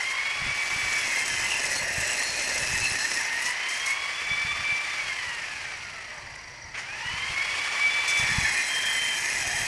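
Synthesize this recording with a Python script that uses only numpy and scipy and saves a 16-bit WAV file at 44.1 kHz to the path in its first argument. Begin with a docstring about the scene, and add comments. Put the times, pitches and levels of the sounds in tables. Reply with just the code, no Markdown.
"""An angle grinder trims tiles at a pool's edge: it bogs down in a cut, lifts off and runs free, coasts
with the switch released, starts again and enters a second cut. The rotor's energy balance sets its
speed, and so the pitch of the whine and the strength of the fan's hiss. Tooth impacts excite the modes
of gearbox and guard; diamond grains scrape the tile and ring the steel disc. The pool's walls reflect
the sound, and wind buffets the microphone over a faint garden hush."""
import sys
import numpy as np
from scipy import signal
from scipy.fft import rfft, irfft, next_fast_len
from scipy.io import wavfile
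from scipy.ndimage import uniform_filter1d, map_coordinates

SR = 44100
rng = np.random.default_rng(int(sys.argv[2]) if len(sys.argv) > 2 else 0)


def unload_audio(sound):
    """Save the sound as a 16-bit wav file, at the path given as the first command line argument."""
    columns = np.transpose(np.atleast_2d(sound))
    # keep every value between -1 and 1, then stretch to whole-number steps
    steps = np.round(np.clip(columns, -1, 1) * 32767)
    wavfile.write(sys.argv[1], SR, steps.astype(np.int16))


N = 426447
TIME = np.arange(N) / SR
FULL_HZ = 1180  # fundamental of the whine at full speed

# spectrum of the fan's turbulence: (frequency [Hz], spectral level [dB])
AIR_SPECTRUM = [(120, -63), (200, -27.5), (687, -15), (1150, -10), (1250, -10.5), (1590, -9), (1950, -8.5),
                (2280, -2), (2480, -4.5), (3150, -10.5), (3500, -16), (3740, -16.5), (4600, -12.5),
                (7800, -22), (8970, -23.5), (12000, -34), (15600, -72), (22000, -120)]
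# spectrum of grit on tile: (frequency [Hz], spectral level [dB])
GRIT_SPECTRUM = [(150, -9), (280, -3), (500, -4), (1400, -1.5), (2600, 2), (3600, -7.5), (4600, -3),
                 (5500, 2.5), (6700, -1), (7600, -10), (9500, -13), (11300, -26), (12000, -33)]
# bending modes of the steel disc: (frequency [Hz], bandwidth [Hz], level [dB])
DISC_MODES = [(4180, 110, -1), (5250, 104.8, 1), (5850, 260, -3.5), (6520, 120, 3), (7190, 200, -1),
              (7887, 147, 3.5), (8300, 170, -8), (8860, 130, -10), (9360, 150, 0.5), (9850, 79, -10.5),
              (10970, 190, -7)]


def whine(speed, load, level_db, steepness, loaded_db, coast_db, skirt_hz):
    """Periodic forcing: rotor harmonics, modulated by the fan's turbulent wake, smothered under load."""
    # harmonics of the whine: (harmonic number, level [dB], relative level of the noise skirt [dB])
    partials = [(1, -2.5, -1.5), (2, 5, -10), (3, -1, -4), (4, -14, -7)]
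    # radiation response of the vents: (frequency [Hz], gain [dB])
    vents = [(400, -21), (750, -14), (950, -10), (1200, -13.5), (1700, -5.5), (2300, -3.5), (3000, -5.5),
             (3500, -10.5), (3900, -14), (4700, -5.5)]
    # harmonics swell or dip as the tool moves, and flicker as the falling whine sweeps through
    # the deck's reflections: (time [s], half-width [s], harmonic number, gain [dB])
    surges = [(0.083, 0.089, 2, 5.5), (0.142, .05, 1, 9), (1.202, 0.26, 2, 6), (1.3, 0.19, 3, 6),
              (3.41, 0.11, 2, 7.5), (3.463, .05, 1, 6), (3.703, .14, 3, 3), (3.726, 0.021, 2, 5),
              (3.8, .04, 2, -5), (3.888, 0.031, 2, 6), (3.89, .07, 1, 9), (4.16, 0.057, 2, -13),
              (4.302, 0.066, 3, 7), (4.423, 0.062, 2, 5), (4.534, 0.041, 1, 10.5), (4.487, 0.049, 3, 6.5),
              (4.625, .035, 2, 2.5), (4.715, 0.05, 2, 5.5), (4.8, 0.027, 3, -7), (4.9, 0.038, 2, -10),
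              (5.049, 0.024, 2, -5), (5.104, 0.017, 2, 7), (5.147, .02, 2, -7), (5.186, .02, 2, 7),
              (5.0, 0.06, 3, -5), (5.5, .4, 1, -4), (5.75, 0.09, 3, 2), (6.95, 0.14, 2, -8),
              (7.15, 0.14, 1, 4), (7.189, 0.1, 3, 2), (7.396, 0.031, 2, 9), (7.65, .15, 2, -3),
              (7.777, 0.053, 1, 8), (7.853, 0.037, 2, 9.5), (8.18, 0.34, 2, 5), (8.22, 0.34, 3, 8.5)]
    pitch = FULL_HZ * speed
    jitter = 1 + .0035 * wobble(90) + .0015 * wobble(9)
    phase = 2 * np.pi * np.cumsum(pitch * jitter) / SR
    tone = np.zeros(N)
    for multiple, db, skirt_db in partials:
        sine, cosine = np.sin(multiple * phase), np.cos(multiple * phase)
        flutter_db = 3.1 * wobble(24) + wobble(70)
        clean = unit(amp(flutter_db)) * sine
        skirt = wobble(skirt_hz) * sine + wobble(skirt_hz) * cosine
        surge_db = sum(gain * bell(s, length) for s, length, k, gain in surges if round(k) == multiple)
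        tone += amp(db + surge_db) * along(vents, multiple * pitch) * (clean + amp(skirt_db) * skirt)
    return amp(level_db + loaded_db * load ** 2 + coast_db * np.sqrt(coasting())) * speed ** steepness * tone


def rotor_speed(load, start_hz, spin_up_s, run_down_s):
    """Energy balance: kinetic energy relaxes to the share the load leaves, or drains when switched off."""
    powered = coasting() == 0
    rate = np.where(powered, 1 / spin_up_s, 1 / run_down_s) / SR
    decay = np.exp(-np.cumsum(rate))
    energy = decay * ((start_hz / FULL_HZ) ** 2 + np.cumsum(powered * (1 - load) * rate / decay))
    return np.sqrt(energy)  # share of full speed


def coasting():
    """Progress of the inertial run-down: 0 to 1 while the switch is released, 0 under power."""
    # the switch: (release time [s], press time [s])
    switch_times = (4.946, 6.735)
    return np.interp(TIME, switch_times, [0, 1], right=0)


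def fan(speed, load, level_db, steepness, loaded_db, coast_db, flutter_db):
    """Aerodynamic noise: it follows a power of the speed, and sinks under load or with the current off."""
    # directivity as the vents turn towards and away from the listener: (time [s], gain [dB])
    facing = [(0, -0.5), (3.2, 3), (4.1, -1), (4.7, -2), (5.1, -0.5), (5.7, 2), (6.5, -1), (6.9, -2),
              (7.5, 1.5), (8.2, 2), (8.8, -1)]
    rush = coloured(rng.standard_normal(N), AIR_SPECTRUM)
    dull = lowpass(rush, 6500, order=4)
    rush = dull + speed * (rush - dull)  # slow air loses its treble first
    gain = amp(level_db + loaded_db * load ** 2 + coast_db * coasting() + curve(facing))
    return gain * shaking(flutter_db) * speed ** steepness * rush


def gearbox(speed, load, idle_db, loaded_db, steepness, rattle_db):
    """Forced vibration: meshed teeth ring the housing, harder under load; slack ones rattle the guard."""
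    # modes of the gear housing: (frequency [Hz], bandwidth [Hz], level [dB])
    housing_modes = [(597, 75, -12.5), (893, 156, -5.5), (1687, 170, 5.5), (1849, 150, 9.5),
                     (2072, 86, 10.5), (2500, 115, 1), (4087, 75, -2), (4900, 1600, -7), (5750, 370, 4),
                     (7600, 1100, -24)]
    # modes of the guard: (frequency [Hz], bandwidth [Hz], level [dB])
    guard_modes = [(586, 41, -4), (910, 160, -4), (1980, 97, 10), (2279, 290, -5), (4160, 160, -9),
                   (4710, 250, -2.5), (5757, 250, -2)]
    # the disc catches and shakes the gearbox: (time [s], half-width [s], level [dB])
    judders = [(0, 0.045, -29), (3.24, 0.076, -27.5), (8.42, 0.24, -28)]
    meshed = lowpass(rattle_noise(judder_db=1), 3960, order=2)
    slack = lowpass(rattle_noise(judder_db=3), 10400, order=10)
    force = np.sqrt(amp(idle_db) ** 2 + load * amp(loaded_db) ** 2 + bumps(judders) ** 2)
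    housing = patchy(ringing(meshed, housing_modes), depth_db=2.8, bins=2, frames=9)
    running = force * speed ** steepness * (1 - 0.26 * coasting()) * housing
    rattle = ringing(slack, guard_modes)
    clashes = restart(rattle, dull_hz=4500, hiss_hz=7500, rise=0.025)
    return running + amp(rattle_db) * np.sqrt(coasting()) * rattle + clashes


def restart(rattle, dull_hz, hiss_hz, rise):
    """Backlash: the starting motor jerks the gears into mesh, shaking the guard, and the brushes hiss."""
    # gear clashes: (time [s], clash level [dB], decay time [s], hiss level [dB])
    clashes = [(6.734, -30, 0.042, -47), (6.768, -35, 0.057, -41)]
    rush = coloured(rng.standard_normal(N), AIR_SPECTRUM)
    clash = unit(lowpass(rush + 0.75 * rattle, dull_hz, order=4))
    hiss = unit(highpass(coloured(rng.standard_normal(N), GRIT_SPECTRUM), hiss_hz))
    return sum(swells([(s, db, length)], rise) * clash + swells([(s, hiss_db, length)], rise) * hiss
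               for s, db, length, hiss_db in clashes)


def cutting(speed, load, steepness, bite_grit_db):
    """Abrasion: grains chip the tile and excite disc and tile, louder under load; the rim bites brightly."""
    # the disc in a groove: (start [s], end [s], disc level [dB], grit level [dB], tile level [dB],
    # tile resonance [Hz]); levels at full load
    cuts = [(.55, 3.51, -33, -31, -36, 2600), (8.08, 9.67, -32.5, -33.5, -33.5, 2430)]
    # the scrape thins for a moment: (time [s], half-width [s], gain [dB])
    easings = [(1.887, 0.09, -4.5), (2.32, 0.057, -1.5), (3.308, 0.091, -5)]
    # the rim snatches at the tile's edge: (time [s], level [dB], decay time [s])
    bites = [(0, -44.5, 0.14), (.09, -46, 0.034), (1.70, -37.5, 0.082), (3.13, -38, .06),
             (3.44, -36, 0.073), (3.68, -40, 0.16), (3.857, -36.5, 0.067), (8.075, -34, 0.05),
             (8.17, -34.5, 0.053)]
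    chips = coloured(grain_strikes(speed), GRIT_SPECTRUM)
    ring = disc_ring(grain_strikes(speed), load)
    rim = disc_ring(grain_strikes(speed), load)
    groove = np.zeros(N)
    for start, end, disc_db, grit_db, tile_db, tile_hz in cuts:
        tile = ringing(grain_strikes(speed), [(tile_hz, 170, 0)])
        contact = amp(disc_db) * ring + amp(grit_db) * chips + amp(tile_db) * tile
        groove += during(start, end, fade=0.01) * contact
    pressed = load ** steepness * amp(sum(db * bell(s, length) for s, length, db in easings))
    splinters = unit(highpass(coloured(grain_strikes(speed), GRIT_SPECTRUM), 4000))
    return pressed * groove + swells(bites, rise=0.0078) * (rim + amp(bite_grit_db) * splinters)


def grain_strikes(speed, per_second=14000, spread_db=2.5, runout=0.31, judder_db=2.0):
    """Shot noise: diamond grains strike the tile at random, hardest once a turn of the disc."""
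    turns = np.cumsum(FULL_HZ * speed) / SR / 7  # one turn in seven cycles of the whine
    hits = rng.random(N) < per_second / SR
    impacts = hits * rng.standard_normal(N) * amp(spread_db * rng.standard_normal(N))
    return impacts * (1 + runout * np.sin(2 * np.pi * turns)) * shaking(judder_db)


def disc_ring(strikes, load, wander=.002, sag=.055):
    """Modal response: the moving contact favours modes by turns, and the groove's grip lowers them."""
    ring = patchy(ringing(strikes, DISC_MODES, polarity=1), depth_db=2.2, bins=4, frames=26)
    drift = np.cumsum(wander * wobble(8) - sag * load ** 2)  # a slower read lowers every mode
    return unit(map_coordinates(ring, [np.arange(N) + drift], order=5, mode="mirror"))


def squeal(rough, blur):
    """Friction-excited resonance: single modes of disc and housing swell as the rim snags or slows."""
    # groans and squeals: (time [s], half-width [s], frequency [Hz], bandwidth [Hz], level [dB])
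    squeals = [(1.513, 0.074, 2700, 245, -31), (1.673, 0.092, 592, 138.6, -43),
               (1.772, 0.059, 4300, 112, -38), (2.001, 0.34, 601.6, 149.4, -44),
               (2.06, 0.17, 2717, 137.7, -36), (2.263, 0.073, 4290, 79.6, -35),
               (2.38, .08, 2460, 61, -39.5), (2.439, 0.15, 4270, 98, -40.5), (2.48, .2, 593, 119, -42),
               (2.75, 0.2, 2630, 112, -35.5), (2.857, 0.025, 2624, 50.1, -25.5),
               (2.866, .04, 4200, 100, -38), (3.01, 0.051, 4200, 90.4, -39),
               (3.052, 0.012, 1836, 35.2, -25.5), (3.12, .009, 2060, 40, -29), (3.177, .018, 1873, 34, -27),
               (6.14, .08, 610, 39, -54), (6.23, 0.16, 930, 201, -51.5), (8.458, 0.012, 1770, 34.8, -23.5),
               (8.58, 0.031, 1806, 60.6, -28.5), (8.585, 0.027, 2440, 35, -30.5),
               (8.6, 0.26, 4050, 70.1, -45), (8.76, 0.072, 3170, 35.2, -31.5),
               (8.854, .13, 1793, 109.1, -33.5), (8.89, 0.086, 3203, 89.8, -32.5),
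               (9.04, 0.14, 3135, 30, -31), (9.06, .018, 2040, 34.8, -31), (9.569, 0.2, 3152, 89, -39),
               (9.55, .2, 695, 149, -46)]
    return sum(amp(db) * bell(s, length) * hoarse_note(hz, width, rough, blur)
               for s, length, hz, width, db in squeals)


def hoarse_note(hz, width, rough, blur):
    """Phase diffusion: grit kicks one mode's phase about, widening its line; wider notes are rougher."""
    kicks = blur * np.sqrt(2 * np.pi * width / SR) * rng.standard_normal(N)
    roughness = 1 + rough * width / 100 * wobble(width)
    note = roughness * np.sin(2 * np.pi * hz * TIME + np.cumsum(kicks))
    return unit(signal.lfilter(*signal.iirpeak(hz, hz / (4 * width), SR), note))


def ticks(ping_hz):
    """Damped ringing: the slowing disc gives two small, bright pings just before the restart."""
    # ticks of the disc: (time [s], level [dB], decay time [s])
    pings = [(6.622, -39, 0.0059), (6.641, -41, 0.0072)]
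    return swells(pings, rise=.002) * unit(np.sin(2 * np.pi * ping_hz * TIME + 1.1 * wobble(400)))


def loose_disc(speed, level_db, steepness, judder_db):
    """Rattle in a clearance: with the drive off, the slack disc jingles on its spindle as it slows."""
    jingle = ringing(rattle_noise(judder_db), DISC_MODES)
    return amp(level_db) * np.sqrt(coasting()) * speed ** steepness * jingle


def rattle_noise(judder_db):
    """Dense impacts merge into Gaussian noise whose strength judders."""
    return rng.standard_normal(N) * shaking(judder_db)


def shaking(depth_db):
    """Amplitude modulation by the hand-held tool's chatter: mostly fast, with a little slow sway."""
    chatter = wobble(115)
    sway = uniform_filter1d(chatter, size=SR // 16)
    return amp(depth_db * unit(chatter - .6 * sway))


def pool(x, wet_db, t60):
    """Reverberation: dense reflections from the tiled basin follow x and decay exponentially."""
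    t = TIME[:SR // 2]
    tail = rng.standard_normal(len(t)) * amp(-60 * t / t60) * (t > .006)
    return x + amp(wet_db) * signal.fftconvolve(x, tail / np.linalg.norm(tail))[:N]


def wind(gust_db, lumps_db, puff_s):
    """Turbulent pressure on the microphone: an even breeze, lumpy gusts and sharp puffs."""
    # spectrum of the buffeting: (frequency [Hz], spectral level [dB])
    spectrum = [(12, -36), (20, -7), (97, -1.5), (144, -5), (300, -21), (390, -18), (660, -120)]
    # light wind between the gusts: (time [s], level [dB])
    breeze_levels = [(0, -60), (2.5, -56), (3.6, -62.5), (5.1, -56), (6.7, -54), (7.7, -56.5), (9.67, -57)]
    # gusts: (time [s], half-width [s], level [dB])
    gusts = [(.46, 0.072, -37), (.81, 0.13, -46), (1.35, 0.13, -43.5), (1.92, 0.17, -40), (2.74, 0.18, -38),
             (4.32, 0.065, -42), (4.56, 0.14, -44.5), (7.2, 0.19, -46), (8.35, 0.14, -35),
             (9.52, 0.19, -44.5)]
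    # sharp puffs: (time [s], level [dB])
    thumps = [(0.42, -34), (.762, -35), (.862, -38), (1.816, -36), (1.982, -27), (2.295, -38), (2.626, -33),
              (2.737, -27.5), (2.918, -32), (4.315, -32), (4.449, -32), (4.725, -35.5), (7.061, -35),
              (7.139, -35), (8.197, -30), (8.318, -27), (8.384, -17.5)]
    breeze = amp(curve(breeze_levels) + 1.2 * wobble(15)) * coloured(rng.standard_normal(N), spectrum)
    buffet = unit(coloured(rng.standard_normal(N), spectrum) * amp(lumps_db * wobble(45)))
    puffs = np.zeros(N)
    for s, db in thumps:
        u = (TIME - s) / puff_s - 1
        puffs -= amp(db) * 2 * u * np.exp(-u * u)  # one push and pull
    return breeze + amp(gust_db) * bumps(gusts) * buffet + puffs


def garden(level_db):
    """Stationary ambient noise: a faint, broad outdoor hush."""
    # spectrum of the hush: (frequency [Hz], spectral level [dB])
    spectrum = [(30, -18), (110, -8), (250, 2.5), (700, 6), (3000, -4.5), (12000, -20)]
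    return amp(level_db) * coloured(rng.standard_normal(N), spectrum)


def amp(db):
    """Decibels to gain."""
    return 10 ** (np.asarray(db) / 20)


def unit(x):
    """x at rms 1."""
    return x / np.sqrt(np.mean(x ** 2) + 1e-20)


def curve(rows):
    """Linear interpolation of (time [s], value) rows at every sample."""
    return np.interp(TIME, *np.transpose(rows))


def during(start, end, fade):
    """1 from start to end, fading to 0 outside."""
    return np.interp(TIME, [start - fade, start, end, end + fade], [0, 1, 1, 0])


def bell(s, length):
    """A Gaussian of height 1 at time s, down to 1/e at length either side."""
    return np.exp(-((TIME - s) / length) ** 2)


def bumps(rows):
    """Gaussian envelopes (time [s], half-width [s], level [dB]), as gain."""
    return sum(amp(db) * bell(s, length) for s, length, db in rows)


def swells(rows, rise):
    """Envelope of contacts (time [s], level [dB], decay time [s]): linear rise, Gaussian fall."""
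    return sum(amp(db) * np.clip((TIME - s) / rise, 0, 1) * bell(s, length) for s, db, length in rows)


def wobble(rate):
    """A smooth random curve, rate knots a second."""
    grid = np.arange(0, N * rate / SR + 1, 1 / 8)
    knots = rng.standard_normal(int(grid[-1]) + 4)
    return np.interp(TIME * rate, grid, map_coordinates(knots, [grid]))


def along(points, hz):
    """(frequency [Hz], level [dB]) points read on a log axis, as gain."""
    f, db = np.transpose(points)
    return amp(np.interp(np.log(hz + 1), np.log(f), db))


def filtered(x, response):
    """Linear filtering: the spectrum of x times a frequency response."""
    m = next_fast_len(N + SR // 2)
    return irfft(rfft(x, m) * response(np.fft.rfftfreq(m, 1 / SR)), m)[:N]


def lowpass(x, corner_hz, order):
    """Zero-phase roll-off above the corner."""
    return filtered(x, lambda hz: 1 / (1 + (hz / corner_hz) ** order))


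def highpass(x, corner_hz):
    """Zero-phase, second-order roll-off below the corner."""
    return filtered(x, lambda hz: hz ** 2 / (hz ** 2 + corner_hz ** 2))


def coloured(x, points):
    """x shaped by (frequency [Hz], level [dB]) points, at rms 1."""
    return unit(filtered(x, lambda hz: along(points, hz)))


def ringing(x, modes, polarity=-1):
    """Modal superposition at rms 1: signs alternate, or with polarity 1 agree and leave deep valleys."""
    def response(f):
        return sum(polarity ** k * amp(db) * 1j * f * width / (hz * hz - f * f + 1j * f * width)
                   for k, (hz, width, db) in enumerate(modes))
    return unit(filtered(x, response))


def patchy(x, depth_db, bins, frames):
    """Selective fading: patches of the spectrogram, bins by frames, swell and fade independently."""
    spectrogram = signal.stft(x, nperseg=512)[2]
    field = uniform_filter1d(rng.standard_normal(spectrogram.shape), size=bins, axis=0)
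    field = uniform_filter1d(field, size=frames, axis=1)
    return unit(signal.istft(spectrogram * amp(depth_db * unit(field)), nperseg=512)[1][:N])


def scene():
    """Superposition: the grinder, driven by its load and speed, with the pool's echo, wind and garden."""
    # how hard the disc is pressed into the tile: (time [s], share of the motor's power [0-1])
    load_points = [(0, 0.02), (.55, 0.03), (.85, 0.07), (1.2, 0.38), (1.45, 0.27), (1.7, 0.43), (3.1, 0.48),
                   (3.3, 0.21), (3.95, 0.01), (8.04, 0.02), (8.09, 0.01), (8.28, 0.09), (8.42, 0.3),
                   (9.0, 0.28), (9.3, 0.41), (9.67, 0.46)]
    load = np.clip(curve(load_points), 0, .9)
    speed = rotor_speed(load, start_hz=1026.2, spin_up_s=.34, run_down_s=.913)
    motor = whine(speed, load, level_db=-32, steepness=1.7, loaded_db=-42, coast_db=-4.5, skirt_hz=169.8)
    motor += fan(speed, load, level_db=-32.5, steepness=1.8, loaded_db=-48, coast_db=-3, flutter_db=1.36)
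    motor += gearbox(speed, load, idle_db=-38, loaded_db=-26.5, steepness=1.47, rattle_db=-44.5)
    disc = cutting(speed, load, steepness=0.4, bite_grit_db=1)
    disc += squeal(rough=0.35, blur=0.859)
    disc += ticks(ping_hz=5740)
    disc += loose_disc(speed, level_db=-41.5, steepness=2.7, judder_db=4)
    air = garden(level_db=-54.5) + wind(gust_db=-3.5, lumps_db=4, puff_s=0.0023)
    return (pool(motor + disc, wet_db=-14.5, t60=0.26) + air)[None]


def record(dry):
    """Band limiting: the treble rolls off steeply just below a hard upper limit."""
    corner_hz, top_hz = 11900, 12080
    return np.array([filtered(x, lambda hz: (hz < top_hz) / (1 + (hz / corner_hz) ** 24)) for x in dry])


dry = scene()
out = record(dry)
unload_audio(out)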